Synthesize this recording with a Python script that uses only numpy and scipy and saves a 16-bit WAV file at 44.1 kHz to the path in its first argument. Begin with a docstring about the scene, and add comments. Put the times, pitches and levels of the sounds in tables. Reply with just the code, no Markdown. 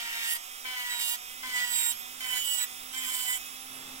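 """An electric nail drill runs close by, its bit already on a fingernail, over a faint room rumble.
The gritty bit repeats its scratches every turn: it rasps, hisses, catches and squeals as the motor slows.
It lifts at 0.4 s and the motor recovers, its ball bearings whining with it. Four more strokes follow,
slowing it each time; from 1.5 s the nail also screeches. After 3.4 s the drill runs free,
and near 3.85 s the hand turns with a soft rustle."""
import sys
import numpy as np
from scipy import signal
from scipy.fft import rfft, irfft
from scipy.io import wavfile

SR = 44100
rng = np.random.default_rng(int(sys.argv[2]) if len(sys.argv) > 2 else 0)


def wav_record(signal):
    """Record a signal, one row per channel, as 16-bit PCM in the file named by sys.argv[1]."""
    frames = np.transpose(np.atleast_2d(signal))
    bounded = np.clip(frames, -1, 1)
    # unit amplitude maps onto the largest positive 16-bit level
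    quanta = np.round(bounded * 32767).astype(np.int16)
    wavfile.write(sys.argv[1], SR, quanta)


N = 176400
T = np.arange(N) / SR


def from_db(db):
    return 10 ** (np.asarray(db) / 20)


def unit_rms(x):
    return x / np.sqrt(np.mean(x ** 2) + 1e-20)


def in_time(rows):
    """Each column after t/s, interpolated to every sample."""
    times_s, *columns = np.transpose(rows)
    return [np.interp(T, times_s, column) for column in columns]


def drift(rate_hz):
    """Smooth random curve, rms 1."""
    step, settle = 40, 2000
    pole = np.exp(-2 * np.pi * rate_hz * step / SR)
    white = rng.standard_normal(N // step + settle + 2)
    slow = signal.lfilter([1], [1, -2 * pole, pole * pole], white)[settle:]
    return np.interp(np.arange(N) / step, np.arange(len(slow)), unit_rms(slow))


def colour(x, curve, lag_s=0, phase=((0, 0), (1, 0))):
    """Filter by a (f/Hz, gain/dB) curve, with optional delay and (f/Hz, phase/rad) curve."""
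    hz = np.fft.rfftfreq(N, 1 / SR)
    curve_hz, curve_db = np.transpose(curve)
    gain = from_db(np.interp(np.log(hz + 1), np.log(curve_hz), curve_db))
    phase_rad = np.interp(hz, *np.transpose(phase)) - 2 * np.pi * hz * lag_s
    return irfft(rfft(x) * gain * np.exp(1j * phase_rad), N)


def noise(curve):
    """Coloured noise, rms 1."""
    return unit_rms(colour(rng.standard_normal(N), curve))


def wide_noise(curve):
    """Stereo noise, half its power common to both sides."""
    return unit_rms(noise(curve) + np.array([noise(curve), noise(curve)]))


def band(x, low_hz, high_hz):
    return signal.sosfilt(signal.butter(4, [low_hz, high_hz], "band", fs=SR, output="sos"), x)


def swell(middle_s, half_s):
    """Rounded, flat-topped envelope."""
    return np.exp(-((T - middle_s) / half_s) ** 4)


def gate(start_s, end_s, fade_s=0.03):
    """On-off envelope with linear fades."""
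    return np.clip(np.minimum(T - start_s, end_s - T) / fade_s + 0.5, 0, 1)


def tone(turns, order, db, waver_db=2.5):
    """Sine of `order` cycles per turn, wavering in level."""
    amplitude = np.sqrt(2) * from_db(db + waver_db * drift(8.9))
    return amplitude * np.sin(2 * np.pi * (order * turns + rng.random()))


# Room rumble spectrum: f/Hz, relative level/dB
RUMBLE_SPECTRUM = [(20, 6.5), (32, -34), (42, -29), (54, 1), (70, -8), (120, -11.5), (200, -8), (400, -13),
                   (1000, -18)]
# Room rumble envelope: t/s, level/dB
RUMBLE_LEVEL = [(0, -79), (1.0, -71), (1.35, -57.5), (2.5, -57.5), (4, -56.5)]
# Deep rumble spectrum: f/Hz, relative level/dB
DEEP_SPECTRUM = [(18, 14), (30, -19), (42, -4), (70, -43), (150, -48)]


def room(deep_db=-62, fade_db_per_s=5):
    """A faint rumble rises while a deeper one dies away."""
    rumble = from_db(in_time(RUMBLE_LEVEL)[0]) * wide_noise(RUMBLE_SPECTRUM)
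    return rumble + from_db(deep_db - fade_db_per_s * T) * noise(DEEP_SPECTRUM)


# Rustle spectrum: f/Hz, relative level/dB
RUSTLE_SPECTRUM = [(40, -19), (120, -1), (300, -5), (600, -2.5), (1200, -2.5), (3000, -19)]


def hand_rustle(level_db=-53):
    """The turning hand: one soft swell of noise."""
    return from_db(level_db) * swell(middle_s=3.85, half_s=0.15) * wide_noise(RUSTLE_SPECTRUM)


# Motor harmonics: shaft order, level/dB
HUM_ORDERS = [(2, -78), (3, -64), (4, -70), (5, -64), (6, -77), (8, -59), (9, -64), (10, -58), (11, -61),
              (12, -59), (13, -55), (14, -55.5), (15, -60), (17, -71), (22, -68), (23, -58), (24, -71),
              (27, -69), (28, -64), (29, -70), (30, -61), (33, -68), (34, -58), (35, -74), (39, -68),
              (45, -72), (55, -73), (56, -67), (62, -74)]


def motor_hum(turns):
    """Harmonics locked to the shaft; levels of unlisted orders are interpolated."""
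    orders, levels_db = np.transpose(HUM_ORDERS)
    return sum(tone(turns, order, np.interp(order, orders, levels_db)) for order in range(2, 63))


# Bearing lines: shaft order, relative level/dB
BEARING_ORDERS = [(26.82, -59), (27.66, -65), (28.82, -59), (33.6, -69), (34.48, -56), (39.58, -66),
                  (40.44, -53), (41.3, -59), (46.1, -64), (47.24, -56), (48.1, -60), (52.92, -66),
                  (54.06, -57), (54.92, -61), (59.74, -65), (60.88, -60), (61.74, -59)]
# Handpiece resonances: f/Hz, gain/dB
HOUSING_RESPONSE = [(5000, 3), (7800, 1), (8700, 5), (9500, -21), (10100, -6), (10600, 4.5), (11100, 0.5),
                    (11650, 6.5), (12300, -5.5), (13200, -5), (13900, 2), (15500, 3.5)]
# Chirps as the load comes off: start t/s, end t/s, shaft order, level/dB
UNLOAD_CHIRPS = [(1.93, 2.03, 47.24, -47), (3.38, 3.48, 54.06, -50)]


def bearing_whine(turns, slip_hz=0.198, trim_db=-0.5):
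    """Slipping ball bearings: inharmonic lines glide through the housing resonances; two chirp."""
    ball_turns = turns + np.cumsum(slip_hz * drift(16)) / SR
    lines = sum(tone(ball_turns, order, db) for order, db in BEARING_ORDERS)
    chirps = sum(gate(start, end) * tone(ball_turns, order, db) for start, end, order, db in UNLOAD_CHIRPS)
    return from_db(trim_db) * colour(lines, HOUSING_RESPONSE) + chirps


# Brush and bearing hiss: f/Hz, relative level/dB
HISS_SPECTRUM = [(120, -24), (300, -8), (550, -8.5), (900, -3.5), (1300, 4.5), (1550, -3), (2100, -0.5),
                 (3400, 1.5), (3850, -0.5), (4200, -12), (5100, 3), (5900, 0), (6500, -6.5), (7600, 0.5),
                 (8600, -1.5), (9300, -12), (10300, -2), (11200, -3), (13000, -5), (15800, -9.5)]
# Motor, left re right: f/Hz, gain/dB
MOTOR_LEFT_GAIN = [(250, -8.5), (800, -2), (1500, -3.5), (2100, 0.5), (2550, 0), (3050, -10.5), (3600, -8),
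                   (4200, -6.5), (5500, -10), (6800, -11.5), (7800, -16.5), (10000, -18), (12000, -8.5),
                   (15500, -14)]
# Whine and hiss as the handpiece moves: t/s, gain/dB
MOTOR_GAIN = [(0, 2), (.55, 0), (1.35, 0), (2, 0.5), (2.8, 0.5), (3.45, 1), (3.65, -0.5), (4, -1)]
# Shaft fundamental: t/s, relative level/dB
SHAFT_LEVEL = [(0.0, -64), (0.51, -78.5), (0.69, -62.5), (0.77, -73), (1.22, -75), (1.48, -58),
               (1.51, -63.5), (2.13, -68), (2.18, -62), (2.63, -69.5), (2.99, -56.5), (3.34, -73),
               (3.6, -58.5), (4.0, -55)]


def motor(turns, hiss_db=-43, shaft_trim_db=-2.5):
    """Hum, bearing whine and brush hiss, mostly on the right; the shaft's own note in the centre."""
    whine = motor_hum(turns) + bearing_whine(turns)
    hiss, left_hiss = (from_db(hiss_db) * noise(HISS_SPECTRUM) for _ in range(2))
    left = colour(whine + (hiss + left_hiss) / np.sqrt(2), MOTOR_LEFT_GAIN, lag_s=0.00031)
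    shaft = tone(turns, 1, in_time(SHAFT_LEVEL)[0] + shaft_trim_db, waver_db=2)
    return from_db(in_time(MOTOR_GAIN)[0]) * np.array([left, whine + hiss]) + shaft


def grit(turns, renew_hz=11.4, wander=0.82, fourth_boost_db=8):
    """The bit's random surface, read once a turn; other grains come and go as it slides."""
    orders, points_per_turn = np.arange(68), 2048
    strength = (orders > 1) * from_db(fourth_boost_db * (orders % 4 == 0))
    position = (turns % 1 * points_per_turn).astype(int)

    def surface():
        phases = np.exp(2j * np.pi * rng.random(len(orders)))
        return unit_rms(irfft(strength * phases, points_per_turn))[position]

    lasting = surface()
    passing = unit_rms(sum(surface() * drift(renew_hz) for _ in range(4)))
    return unit_rms(lasting + wander * passing)


# Nail resonances: f/Hz, gain/dB
NAIL_RESPONSE = [(900, -44), (1450, -8.5), (1700, -7), (2000, 4.5), (2300, -4.5), (2800, 0), (4000, -12)]
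# Catches: middle t/s, half length/s, level/dB
CATCH_EVENTS = [(0.033, 0.097, -39), (0.232, 0.13, -36), (0.663, 0.0098, -41), (0.815, 0.091, -41),
                (0.929, 0.032, -35.5), (1.008, .03, -36.5), (1.595, 0.018, -37), (1.806, 0.071, -35.5),
                (2.348, 0.1, -38.5), (2.61, 0.012, -35), (3.045, 0.028, -36)]


def catches(turns, noise_ratio=3.7):
    """The bit catches and rattles the nail: rough bursts of the nail's own ring."""
    repeating = unit_rms(colour(grit(turns), NAIL_RESPONSE))
    ring = unit_rms(repeating + noise_ratio * noise(NAIL_RESPONSE))
    return ring * sum(from_db(db) * swell(middle_s, half_s) for middle_s, half_s, db in CATCH_EVENTS)


# Chatter tones: start t/s, end t/s, shaft order, level/dB
SQUEAL_EVENTS = [(.12, .35, 16, -45), (.21, .35, 12, -42), (.28, .35, 8, -37), (.65, .9, 12, -43),
                 (.76, .94, 8, -40), (.9, 1.15, 16, -38), (.9, 1.15, 32, -40), (1.01, 1.14, 12, -38),
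                 (1.43, 1.53, 12, -41), (1.52, 1.75, 12, -37.5), (1.535, 1.63, 4, -41),
                 (1.53, 1.66, 8, -29), (1.66, 1.75, 8, -38), (1.73, 1.92, 16, -38), (1.70, 1.91, 32, -30),
                 (1.75, 1.9, 44, -39), (2.21, 2.29, 12, -39), (2.22, 2.39, 8, -37), (2.29, 2.57, 12, -34.5),
                 (2.29, 2.42, 28, -42), (2.46, 2.64, 32, -34), (2.57, 2.64, 12, -39), (2.58, 2.65, 16, -41),
                 (2.93, 3.37, 12, -39), (3.2, 3.37, 32, -40), (3.27, 3.36, 8, -38)]
# Chatter, left re right: shaft order, gain/dB
SQUEAL_LEFT_GAIN = [(4, 0), (8, -7), (12, -4), (16, -1), (28, -1)]


def squeals(turns, rough_db=1.5, rough_hz=90):
    """The bit chatters on the nail at multiples of four cycles a turn; stereo."""
    chatter = 0
    for start_s, end_s, order, db in SQUEAL_EVENTS:
        left_db = np.interp(order, *np.transpose(SQUEAL_LEFT_GAIN))
        sides = from_db([[left_db], [0]])
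        chatter = chatter + sides * gate(start_s, end_s) * tone(turns, order, db, waver_db=1.5)
    return chatter * unit_rms(from_db(rough_db * drift(rough_hz)))


# Screeches: start t/s, end t/s, start f/Hz, end f/Hz, level/dB
SCREECH_EVENTS = [(1.53, 1.694, 7580, 7500, -38), (1.74, 1.918, 7580, 7710, -35),
                  (2.264, 2.434, 7500, 7260, -39.5), (2.454, 2.65, 7900, 7610, -33),
                  (2.924, 3.035, 7550, 7520, -38), (3.05, 3.384, 7540, 7450, -34)]


def screeches(turns, force, width_hz=550, noise_ratio=0.31):
    """Scratches ring in a high, narrow nail resonance that shifts as the bit moves."""
    scratches = force * (grit(turns) + noise_ratio * rng.standard_normal(N))
    lowpass = signal.butter(2, width_hz / 2, fs=SR, output="sos")
    total = 0
    for start_s, end_s, start_hz, end_hz, db in SCREECH_EVENTS:
        centre_hz = np.interp(T, [start_s, end_s], [start_hz, end_hz])
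        carrier = np.exp(2j * np.pi * np.cumsum(centre_hz) / SR)
        envelope = gate(start_s, end_s)
        # Shift down, low-pass, shift back: a gliding band-pass.
        ring = envelope * np.real(carrier * signal.sosfilt(lowpass, scratches / carrier))
        total = total + from_db(db) * ring * np.sqrt(np.sum(envelope ** 2) / np.sum(ring ** 2))
    return total


def sputter(x, depth_db=1.8, rate_hz=20):
    """The rasp's middle partials come and go, each half octave on its own."""
    edges_hz = (850, 1250, 1750, 2500)
    below = [signal.sosfiltfilt(signal.butter(4, hz, fs=SR, output="sos"), x) for hz in edges_hz]
    half_octaves = np.diff(below, axis=0)
    return x + sum(part * (unit_rms(from_db(depth_db * drift(rate_hz))) - 1) for part in half_octaves)


# Scratch spectrum: f/Hz, relative level/dB
SCRATCH_SPECTRUM = [(300, -34.5), (600, -7), (740, 0), (1000, -2.5), (1250, -2), (1550, 7), (1950, 0.5),
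                    (2400, 0), (3000, -0.5), (3500, 9), (3900, -0.5), (4250, 2.5), (4900, -1), (5700, -2),
                    (6400, -4), (7200, 0.5), (7800, 1.5), (8700, -1), (9700, -0.5), (10500, 3.5),
                    (11200, -5.5), (11900, 6), (12700, -22), (13500, 9), (14400, 0.5), (15800, -1.5)]
# Band envelopes, one block per stroke: t/s, then low, mid, high level/dB before trim
RASP_LEVELS = [
    [(0.0, -44, -45, -70), (0.05, -44.5, -51, -54), (0.152, -45, -50.5, -51), (0.32, -45, -42, -31.5),
     (0.342, -49, -52, -31.5), (0.365, -41.5, -45.5, -38.5)],
    [(0.645, -51, -59, -63), (0.653, -37.5, -62, -55), (0.667, -44, -49, -54), (0.945, -43.5, -49, -45.5),
     (0.987, -44, -50, -41), (1.011, -46, -41, -34.5), (1.123, -45.5, -43.5, -31), (1.16, -45.5, -45, -41)],
    [(1.425, -72, -57, -64), (1.433, -39.5, -51.5, -60), (1.471, -43.5, -48, -47),
     (1.613, -36.5, -41, -41.5), (1.701, -47.5, -47.5, -38.5), (1.771, -46, -43.5, -33.5),
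     (1.89, -42.5, -50, -32.5), (1.93, -48.5, -41, -36)],
    [(2.205, -42, -50, -43), (2.221, -45.5, -46.5, -46), (2.271, -44.5, -50, -44),
     (2.309, -43.5, -50, -37.5), (2.359, -39.5, -42.5, -34.5), (2.411, -59.5, -50, -38.5),
     (2.631, -43, -45.5, -35.5), (2.65, -44, -61, -40)],
    [(2.925, -77, -61, -54), (2.935, -45, -51.5, -47.5), (3.071, -49, -50, -39), (3.149, -42.5, -44, -36.5),
     (3.161, -45.5, -47.5, -36), (3.35, -47, -48.5, -37), (3.378, -45, -56, -36)],
]


def rasp(turns, force, edges_hz=(200, 2783, 7350, 16900), trim_db=(2.5, 6, 4), loose_db=(-12.5, -1.5, -5)):
    """Repeating and loose scratches in three bands, plus a separate grit pattern for the left side."""
    repeating = sputter(unit_rms(colour(grit(turns) * force, SCRATCH_SPECTRUM)))
    loose = noise(SCRATCH_SPECTRUM) * force
    left_grit = colour(grit(turns), SCRATCH_SPECTRUM)
    common = left_only = 0
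    for i, level_db in enumerate(in_time(np.vstack(RASP_LEVELS))):
        low_hz, high_hz = edges_hz[i:i + 2]
        gain = from_db(level_db + trim_db[i])
        scratches = repeating + from_db(loose_db[i]) * loose
        common = common + gain * unit_rms(band(scratches, low_hz, high_hz))
        left_only = left_only + gain * unit_rms(band(left_grit, low_hz, high_hz))
    return common, left_only


# Bit on the nail: start t/s, end t/s
STROKE_TIMES = [(0, 0.365), (.645, 1.157), (1.425, 1.928), (2.205, 2.646), (2.925, 3.372)]


def contact(touch_s=0.004, lift_s=0.011):
    """1 while the bit is on the nail, decaying as it lifts."""
    strokes = []
    for start_s, end_s in STROKE_TIMES:
        touch = np.clip((T - start_s) / touch_s + 0.5, 0, 1)
        lift = np.exp(-np.clip((T - end_s) / lift_s, 0, 20))
        strokes.append(touch * lift)
    return np.max(strokes, axis=0)


# Once-a-turn pressure pulse: t/s, depth/0-1
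WOBBLE_DEPTH = [(2.65, .26), (2.95, .55)]
# Grinding, left re right: f/Hz, gain/dB
GRIND_LEFT_GAIN = [(750, -3), (1250, -1), (1700, -3), (2350, 7.5), (3100, -6), (4000, -5.5), (5000, 2.5),
                   (6600, -13), (7300, -3.5), (8000, -42), (9000, -1.5), (9900, -13.5), (11500, -6.5),
                   (13000, -18), (15500, -1)]
# Grinding, left re right: f/Hz, phase/rad
GRIND_LEFT_PHASE = [(0, -0.5), (2070, -2.5), (2330, -5), (2760, -1.5), (3010, -5.5), (3750, -10.5),
                    (3960, -10), (5170, -11), (6030, -11.5), (6550, -21.5), (8100, -20.5), (9040, -33),
                    (10200, -32.5), (11700, -40.5), (13400, -38.5), (14600, -47.5), (15800, -43)]


def grinding(turns, rough_db=1.1, rough_hz=90, left_mix=0.7):
    """The wobbling bit on the nail: rasp, squeals, catches and screeches, gated by contact; stereo."""
    touching = contact()
    wobble = 1 + in_time(WOBBLE_DEPTH)[0] * np.sin(2 * np.pi * turns)
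    force = wobble * from_db(rough_db * drift(rough_hz))
    common, left_only = rasp(turns, force)
    squeal_left, squeal_right = squeals(turns)
    common = common + catches(turns) + screeches(turns, force)
    left = touching * ((common + left_mix * left_only) / np.hypot(1, left_mix) + squeal_left)
    right = touching * (common + squeal_right)
    return np.array([colour(left, GRIND_LEFT_GAIN, phase=GRIND_LEFT_PHASE), right])


# Shaft speed, sagging under each stroke: t/s, f/Hz
SHAFT_SPEED = [(0.0, 235.2), (0.18, 231.5), (0.27, 231.9), (0.37, 237.4), (0.45, 246.2), (0.54, 251.6),
               (0.64, 255.7), (0.72, 252.5), (0.8, 247.3), (1.02, 237.6), (1.1, 236.9), (1.17, 241.1),
               (1.25, 248.9), (1.34, 253.4), (1.43, 256.7), (1.5, 252.6), (1.6, 245.3), (1.85, 236.2),
               (1.93, 238.7), (2.0, 246.7), (2.1, 253.1), (2.2, 257.1), (2.3, 252.3), (2.58, 243.0),
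               (2.65, 244.5), (2.74, 252.3), (2.83, 256.4), (2.93, 259.2), (3.1, 254.5), (3.29, 250.5),
               (3.38, 252.5), (3.5, 257.7), (3.72, 261.5), (4.0, 262.1)]


def scene(jitter_hz=0.1954):
    """One shaft drives both motor and grinding; room and hand lie behind."""
    speed_hz = in_time(SHAFT_SPEED)[0] + jitter_hz * drift(25)
    turns = np.cumsum(speed_hz) / SR
    return motor(turns) + grinding(turns) + room() + hand_rustle()


def record(dry, cutoff_hz=15900):
    """Steep elliptic low-pass."""
    return signal.sosfilt(signal.ellip(12, 0.1, 80, cutoff_hz, fs=SR, output="sos"), dry)


dry = scene()
out = record(dry)
wav_record(out)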